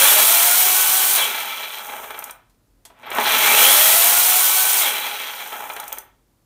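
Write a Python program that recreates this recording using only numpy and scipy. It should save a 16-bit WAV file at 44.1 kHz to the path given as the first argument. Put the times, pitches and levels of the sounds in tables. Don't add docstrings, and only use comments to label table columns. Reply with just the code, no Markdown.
import sys
import numpy as np
from scipy import signal
from scipy.fft import rfft, irfft
from scipy.io import wavfile
from scipy.ndimage import uniform_filter1d

SR = 44100
rng = np.random.default_rng(int(sys.argv[2]) if len(sys.argv) > 2 else 0)


def ratio_of_db(decibels):
    return 10 ** (np.asarray(decibels, float) / 20)


def store_pcm(level_fs):
    pcm = np.round(np.clip(level_fs, -1, 1) * 32767).astype(np.int16)
    wavfile.write(sys.argv[1], SR, np.atleast_2d(pcm).T)


N = 284445

# t after power on/s, buzz level/dB, brush tick level/dB, judder/0-1
SOFT_START = [(-.03, -110, -120, 0), (-.012, -70, -64, .6), (.035, -62, -62, .9), (.06, -57, -80, .9),
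              (.2, -50, -120, .7), (.6, -49, -120, .5), (.72, -57, -120, 0), (1.7, -63, -120, 0),
              (1.85, -95, -120, 0)]
# f/Hz, density/dB per Hz
HOUSING_SPECTRUM = [(88, -53), (150, -26), (758, -4.5), (832, -4), (1800, -4), (2340, -4.5), (2690, -3.5),
                    (4020, -6.5), (4830, -15.5), (6000, -13), (7800, -47.5), (13200, -120)]
# f/Hz, width/Hz, boost/dB
HOUSING_MODES = [(823, 35, 4.5), (866, 24, 2.5), (909, 35, 4.5), (1320, 60, 5.5), (2118, 40, 5),
                 (2335, 90, 7.5), (2640, 70, 2.5), (3080, 60, 4), (3215, 70, 6), (3340, 80, 6),
                 (3458, 70, 5), (3960, 150, 5)]
# f/Hz, density/dB per Hz
CLINK_SPECTRUM = [(2650, -26), (4500, -17.5), (5060, -12.5), (6150, -3), (7980, -7.5), (8970, -0.5),
                  (10600, -8.5), (11900, -1), (15000, 1.5), (16000, -9)]

CHOP_HZ = 120
LINKS_PER_TURN = 2
JOLT_DECAY_S = .11


def rms_one(x):
    return x / np.sqrt(np.mean(x ** 2) + 1e-20)


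def drift(rate_hz):
    r = np.exp(-2 * np.pi * rate_hz / SR)
    noise = rng.standard_normal(N + SR)
    return rms_one(signal.lfilter([1], [1, -2 * r, r * r], noise)[SR:])


def response(spectrum, modes=()):
    hz = np.maximum(np.arange(16384 // 2 + 1) * SR / 16384, 1)
    spectrum_hz, spectrum_db = np.transpose(spectrum)
    db = np.interp(np.log(hz), np.log(spectrum_hz), spectrum_db)
    for centre_hz, width_hz, boost_db in modes:
        db += boost_db / (1 + (2 * (hz - centre_hz) / width_hz) ** 2)
    cepstrum = irfft(db * np.log(10) / 20)
    half = len(cepstrum) // 2
    cepstrum[1:half] *= 2
    cepstrum[half + 1:] = 0
    impulse = irfft(np.exp(rfft(cepstrum)))[:half]
    return impulse / np.abs(impulse).max()


def through(x, impulse):
    return signal.fftconvolve(x, impulse)[:N]


def evened(x):
    return x / np.sqrt(uniform_filter1d(x ** 2, size=8000) + 1e-12)


def dulled(x, cutoff_hz):
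    return signal.sosfilt(signal.butter(1, cutoff_hz, fs=SR, output="sos"), x)


def band_noise(low_hz, high_hz):
    sos = signal.butter(2, [low_hz, high_hz], "band", fs=SR, output="sos")
    return rms_one(signal.sosfilt(sos, rng.standard_normal(N)))


def read(rows, at):
    first, *columns = np.transpose(rows)
    return [np.interp(at, first, c) for c in columns]


def blows(events, impulse, bounce_s):
    at_s, level_db = np.transpose(events)
    t = np.arange(2000) / SR
    scatter = rng.standard_normal((len(at_s), len(t))) * .53 * np.exp(-t / bounce_s)
    scatter[:, 0] = 1
    clicks = np.zeros(N + len(t))
    for s, db, burst in zip(at_s, level_db, scatter):
        start = round(s * SR)
        clicks[start:start + len(t)] += ratio_of_db(db) * burst
    return through(clicks[:N], impulse)


def since(column):
    # power on t/s, trigger let go t/s, chain at rest t/s
    runs = [(-.65, 1.16, 2.315), (3.0, 4.805, 5.99)]
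    t = np.arange(N) / SR
    pauses_s = [(done[2] + coming[0]) / 2 for done, coming in zip(runs, runs[1:])]
    return t - np.array(runs)[np.searchsorted(pauses_s, t), column]


def driven_speed(s):
    ramp_turns_per_s2, full_power_s, top_turns_per_s = 392, .6, 385
    settle_s, surge_share, surge_s = .363, .093, .08
    full_s = np.maximum(s - full_power_s, 0)
    gap = (1 - surge_share) * np.exp(-full_s / settle_s) + surge_share * np.exp(-full_s / surge_s)
    ramp = ramp_turns_per_s2 * np.clip(s, 0, full_power_s)
    return ramp + (top_turns_per_s - ramp) * (1 - gap)


def rotor():
    friction_turns_per_s = 70
    on, off, rest = since(column=0), since(column=1), since(column=2)
    left = np.clip(rest / (rest - off), 0, 1)
    start_angle = np.arctan(driven_speed(on - off) / friction_turns_per_s)
    coasting = friction_turns_per_s * np.tan(left * start_angle)
    return np.where(off < 0, driven_speed(on), coasting)


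def contacts(speed, loose_per_link, spread_db, slide):
    sprocket_teeth = 6
    links = np.cumsum(LINKS_PER_TURN * speed) / SR + .12 * drift(40)
    strike = np.diff(np.maximum.accumulate(np.floor(links)), prepend=0) > 0
    tooth_db = 2 * np.cos(2 * np.pi * links / sprocket_teeth)
    loose_per_s = loose_per_link * LINKS_PER_TURN * speed * ratio_of_db(tooth_db + 3 * drift(35))
    loose = rng.random(N) < loose_per_s / SR
    sizes = ratio_of_db(spread_db * np.minimum(rng.exponential(1, N), 3)) * rng.choice([-1, 1], N)
    return sizes * (strike * ratio_of_db(tooth_db + 4.5) + loose) + slide * rng.standard_normal(N)


def housing(x, ring):
    wander_share, wander_hz = .009, 8
    lean = np.pi / 4 * (1 + np.tanh(drift(wander_hz)))

    def tuned(way):
        modes = [(hz * (1 + way * wander_share), width_hz, db) for hz, width_hz, db in HOUSING_MODES]
        return through(x, response(HOUSING_SPECTRUM, modes * ring))
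    return evened(np.cos(lean) ** 2 * tuned(-.5) + np.sin(lean) ** 2 * tuned(.5))


def chain_levels(speed):
    # speed/turns per s, housing rattle level/dB, bright rush of links and air level/dB
    by_speed = [(0, -110, -110), (0.99, -61, -46.5), (14.96, -51, -45), (23.44, -43, -39.5),
                (46.7, -33.5, -34.5), (88.5, -23.5, -27.5), (135.2, -18.5, -20), (224.4, -18, -12),
                (237, -16.5, -9), (373, -16, -2)]
    rattle_db, bright_db = read(by_speed, speed)
    bitten, off = since(column=0) - .104, since(column=1)
    jolt_db, jolt_rise_s = 7, .02
    rattle_db += jolt_db * np.clip(off / jolt_rise_s, 0, 1) * np.exp(-np.abs(off) / JOLT_DECAY_S)
    lumps_db, lumps_hz, lumps_below_turns_per_s = 4.5, 45, 130
    rattle_db += lumps_db * np.clip(1 - speed / lumps_below_turns_per_s, 0, 1) * drift(lumps_hz)
    not_taut = np.exp(-np.abs(bitten) / .035)
    bright_db -= 12.5 * not_taut
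    rattle_db -= 15.5 * not_taut
    slack_rattle_db, slack_bright_db, swell_db_per_s = -44, -52.5, 190
    swell_db = swell_db_per_s * bitten
    return (np.where(bitten < 0, slack_rattle_db + swell_db, rattle_db),
            np.where(bitten < 0, slack_bright_db + swell_db, bright_db))


def chain(speed):
    # f/Hz, density/dB per Hz
    rush_spectrum = [(50, -52), (200, -41.5), (1760, -26.5), (3000, -11), (4000, -8), (4860, -11),
                     (5880, -6), (7670, -6), (8760, -2), (9460, -2), (10400, -4.5), (14200, -1),
                     (15100, -1.5), (16000, 1)]
    rattle_db, bright_db = chain_levels(speed)
    judder = np.clip(read(SOFT_START, since(column=0))[2], 0, 1)
    shakes = contacts(speed, loose_per_link=9, spread_db=2.2, slide=.2)
    damped, ringing = housing(shakes, ring=1), housing(shakes, ring=2)
    free = .4 * np.clip(since(column=1) / JOLT_DECAY_S, 0, 1)
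    rattle = (1 - free) * damped + free * ringing
    soft = np.clip(1 - speed / 55 + judder, 0, 1)
    rattle = (1 - soft) * rattle + 8.3 * soft * dulled(dulled(rattle, 1300), 3300)
    rattle *= 1 + .18 * judder * np.cos(2 * np.pi * CHOP_HZ * np.arange(N) / SR)
    rattle *= ratio_of_db(2.4 * judder * drift(25))
    clinks = contacts(speed, loose_per_link=2.5, spread_db=3, slide=.2)
    clink = through(clinks, response(CLINK_SPECTRUM))
    rush = through(rng.standard_normal(N) * ratio_of_db(1.2 * drift(150)), response(rush_spectrum))
    fast = np.clip((speed - 90) / 190, 0, 1)
    bright = np.sqrt(1 - fast) * evened(clink) + np.sqrt(fast) * rms_one(rush)
    return ratio_of_db(rattle_db) * rattle + ratio_of_db(bright_db) * bright


def motor_levels(speed):
    # speed/turns per s, hum level/dB, gear level/dB, magnetic whine level/dB
    driven = [(40, -80, -70, -80), (125, -45, -33, -60), (200, -36, -30, -39), (240, -28, -36, -26),
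              (292, -28, -37, -18), (306, -26, -50, -17), (368, -21, -50, -13), (380, -21, -44, -17)]
    # speed/turns per s, hum level/dB, gear level/dB
    braked = [(50, -90, -90), (115, -58, -50), (185, -31, -30), (265, -27, -30), (335, -19, -31),
              (380, -18, -40)]
    off = since(column=1)
    hum_db, gear_db, whine_db = read(driven, speed)
    braked_hum_db, braked_gear_db = read(braked, speed)
    whine_fade_db_per_s = 604
    return (np.where(off < 0, hum_db, braked_hum_db), np.where(off < 0, gear_db, braked_gear_db),
            whine_db - whine_fade_db_per_s * np.clip(off, 0, .5))


def motor(speed):
    # multiple of rotor speed, level/dB
    hum_orders = [(1, -20), (2.01, -2.5), (3.01, -8.5), (4.02, -5.5), (6.03, -6.5), (7.95, -7)]
    gear_teeth, slot_multiple = 12.15, 39
    hum_db, gear_db, whine_db = motor_levels(speed)
    turns = 2 * np.pi * np.cumsum(speed) / SR
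    hum = sum(ratio_of_db(db + 1.5 * drift(20)) * np.sin(k * turns + .2 * drift(15)) for k, db in hum_orders)
    mesh = ratio_of_db(4 * drift(60)) * np.sin(gear_teeth * turns + 1.4 * drift(55))
    gear_spectrum = [(300, -39), (1500, -8.5), (4000, 10.5), (4400, -1.5)]   # f/Hz, level/dB
    gear = through(ratio_of_db(gear_db) * mesh, response(gear_spectrum, HOUSING_MODES * 2))
    whine = ratio_of_db(2.5 * drift(25)) * np.sin(slot_multiple * turns + .5 * drift(30))
    return ratio_of_db(hum_db) * hum + gear + ratio_of_db(whine_db) * whine


def soft_start():
    buzz_db, tick_db, _ = read(SOFT_START, since(column=0))
    pulses = np.zeros(N)
    pulses[(np.arange(.0068, N / SR - .01, 1 / CHOP_HZ) * SR).astype(int)] = 1
    buzz = signal.sosfilt(signal.butter(2, [110, 520], "band", fs=SR, output="sos"), pulses)
    tick = dulled(through(pulses * ratio_of_db(1.5 * drift(82)), response(CLINK_SPECTRUM)), 6000)
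    return ratio_of_db(buzz_db) * rms_one(buzz) + ratio_of_db(tick_db) * rms_one(tick)


def workshop(x):
    low_t60_s, treble_t60_s, wall_cut_hz = .4, .23, 3500
    t = np.arange(SR // 2) / SR
    noise = rng.standard_normal(len(t)) * (t > .004)
    low = signal.sosfilt(signal.butter(2, wall_cut_hz, fs=SR, output="sos"), noise)
    tail = low * ratio_of_db(-60 * t / low_t60_s) + .71 * (noise - low) * ratio_of_db(-60 * t / treble_t60_s)
    return through(x, tail / np.sqrt(np.sum(tail ** 2)))


def background():
    # f/Hz, density/dB per Hz
    air_spectrum = [(41, -44), (70, -14), (124, -9), (148, -18.5), (286, -15.5), (472, -24), (711, -25),
                    (2500, -36.5), (16000, -37.5)]
    air_db, hum_db, hum_hz, hum_width_hz = -64, -65, 45.5, 12
    air = rms_one(through(rng.standard_normal(N), response(air_spectrum)))
    hum = band_noise(hum_hz - hum_width_hz / 2, hum_hz + hum_width_hz / 2)
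    return ratio_of_db(air_db) * air + ratio_of_db(hum_db) * hum


def housing_knocks():
    # t/s, level before dulling/dB, cutoff f/Hz
    knocks = [(1.92, -29, 900), (1.965, -26, 800), (2.042, -27, 900), (2.105, -24, 1200), (2.144, -23, 700),
              (2.191, -31, 700), (2.223, -30.5, 2000), (2.27, -34, 900), (2.296, -28, 900),
              (3.034, -35.5, 900), (3.066, -29, 700), (3.116, -20, 1200), (3.184, -6.5, 600),
              (5.535, -30, 700), (5.556, -21, 700), (5.699, -24.5, 2000), (5.765, -22.5, 1100),
              (5.798, -25.5, 1000), (5.832, -27, 900), (5.873, -32.5, 1000), (5.921, -29.5, 1300),
              (5.974, -28, 750)]
    body = response(HOUSING_SPECTRUM, HOUSING_MODES)
    return sum(dulled(blows([(s, db)], body, bounce_s=.0078), cutoff_hz) for s, db, cutoff_hz in knocks)


def link_ticks():
    # t/s, level/dB
    ticks = [(2.1066, -29), (2.1899, -21.5), (2.2408, -20), (2.3087, -25.5), (3.1033, -28.5), (3.131, -33),
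             (3.1497, -24), (3.2008, -23.5), (5.7363, -29), (5.7638, -25.5), (5.8002, -21.5), (5.8391, -30),
             (5.8795, -23.5), (5.9269, -18.5), (5.9843, -20)]
    return blows(ticks, response(CLINK_SPECTRUM), bounce_s=.0035)


def trigger():
    # t/s, level before dulling/dB, cutoff f/Hz
    snaps = [(2.4965, -50, 14100), (2.544, -54, 5970), (2.852, -28, 12100), (2.9, -23, 1300)]
    # f/Hz, width/Hz, boost/dB
    handle_modes = [(630, 200, 9), (1015, 300, 10), (2180, 200, 2.5), (3500, 300, 5)]
    handle = response([(150, -14), (500, -8.5), (16000, 2)], handle_modes)
    return sum(dulled(dulled(blows([(s, db)], handle, bounce_s=.012), cutoff_hz), cutoff_hz)
               for s, db, cutoff_hz in snaps)


def squeak():
    at_s, length_s, centre_hz, level_db = 3.07, .009, 12900, -50
    puff = np.exp(-((np.arange(N) / SR - at_s) / length_s) ** 2)
    return ratio_of_db(level_db) * band_noise(.96 * centre_hz, 1.04 * centre_hz) * puff


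def scene():
    speed = rotor()
    saw = chain(speed) + motor(speed) + soft_start()
    saw += housing_knocks() + link_ticks() + trigger() + squeak()
    echo_db = -7.5
    return np.tile(saw + ratio_of_db(echo_db) * workshop(saw) + background(), (2, 1))


def lag(x, seconds, start):
    r = np.exp(-1 / (seconds * SR))
    return signal.lfilter([1 - r], [1, -r], x, zi=[r * start])[0]


def gain_control(x):
    threshold_db, share, listen_s, turn_s, start_db = -16, .78, .13, .27, -1
    power = np.mean(x ** 2, axis=0)
    level_db = 10 * np.log10(lag(power, listen_s, power[:SR // 20].mean()) + 1e-12)
    target_db = -share * np.maximum(level_db - threshold_db, 0)
    return x * ratio_of_db(lag(target_db, turn_s, start_db))


def low_pass(x):
    return signal.sosfilt(signal.butter(12, 16740, fs=SR, output="sos"), x)


def record(dry):
    low_passed = signal.sosfilt(signal.cheby2(16, 50, 15900, fs=SR, output="sos"), gain_control(dry))
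    mix = signal.sosfilt(signal.butter(4, 38, "high", fs=SR, output="sos"), low_passed)
    return low_pass(np.clip(mix, -1, 1))


dry = scene()
out = record(dry)
store_pcm(out)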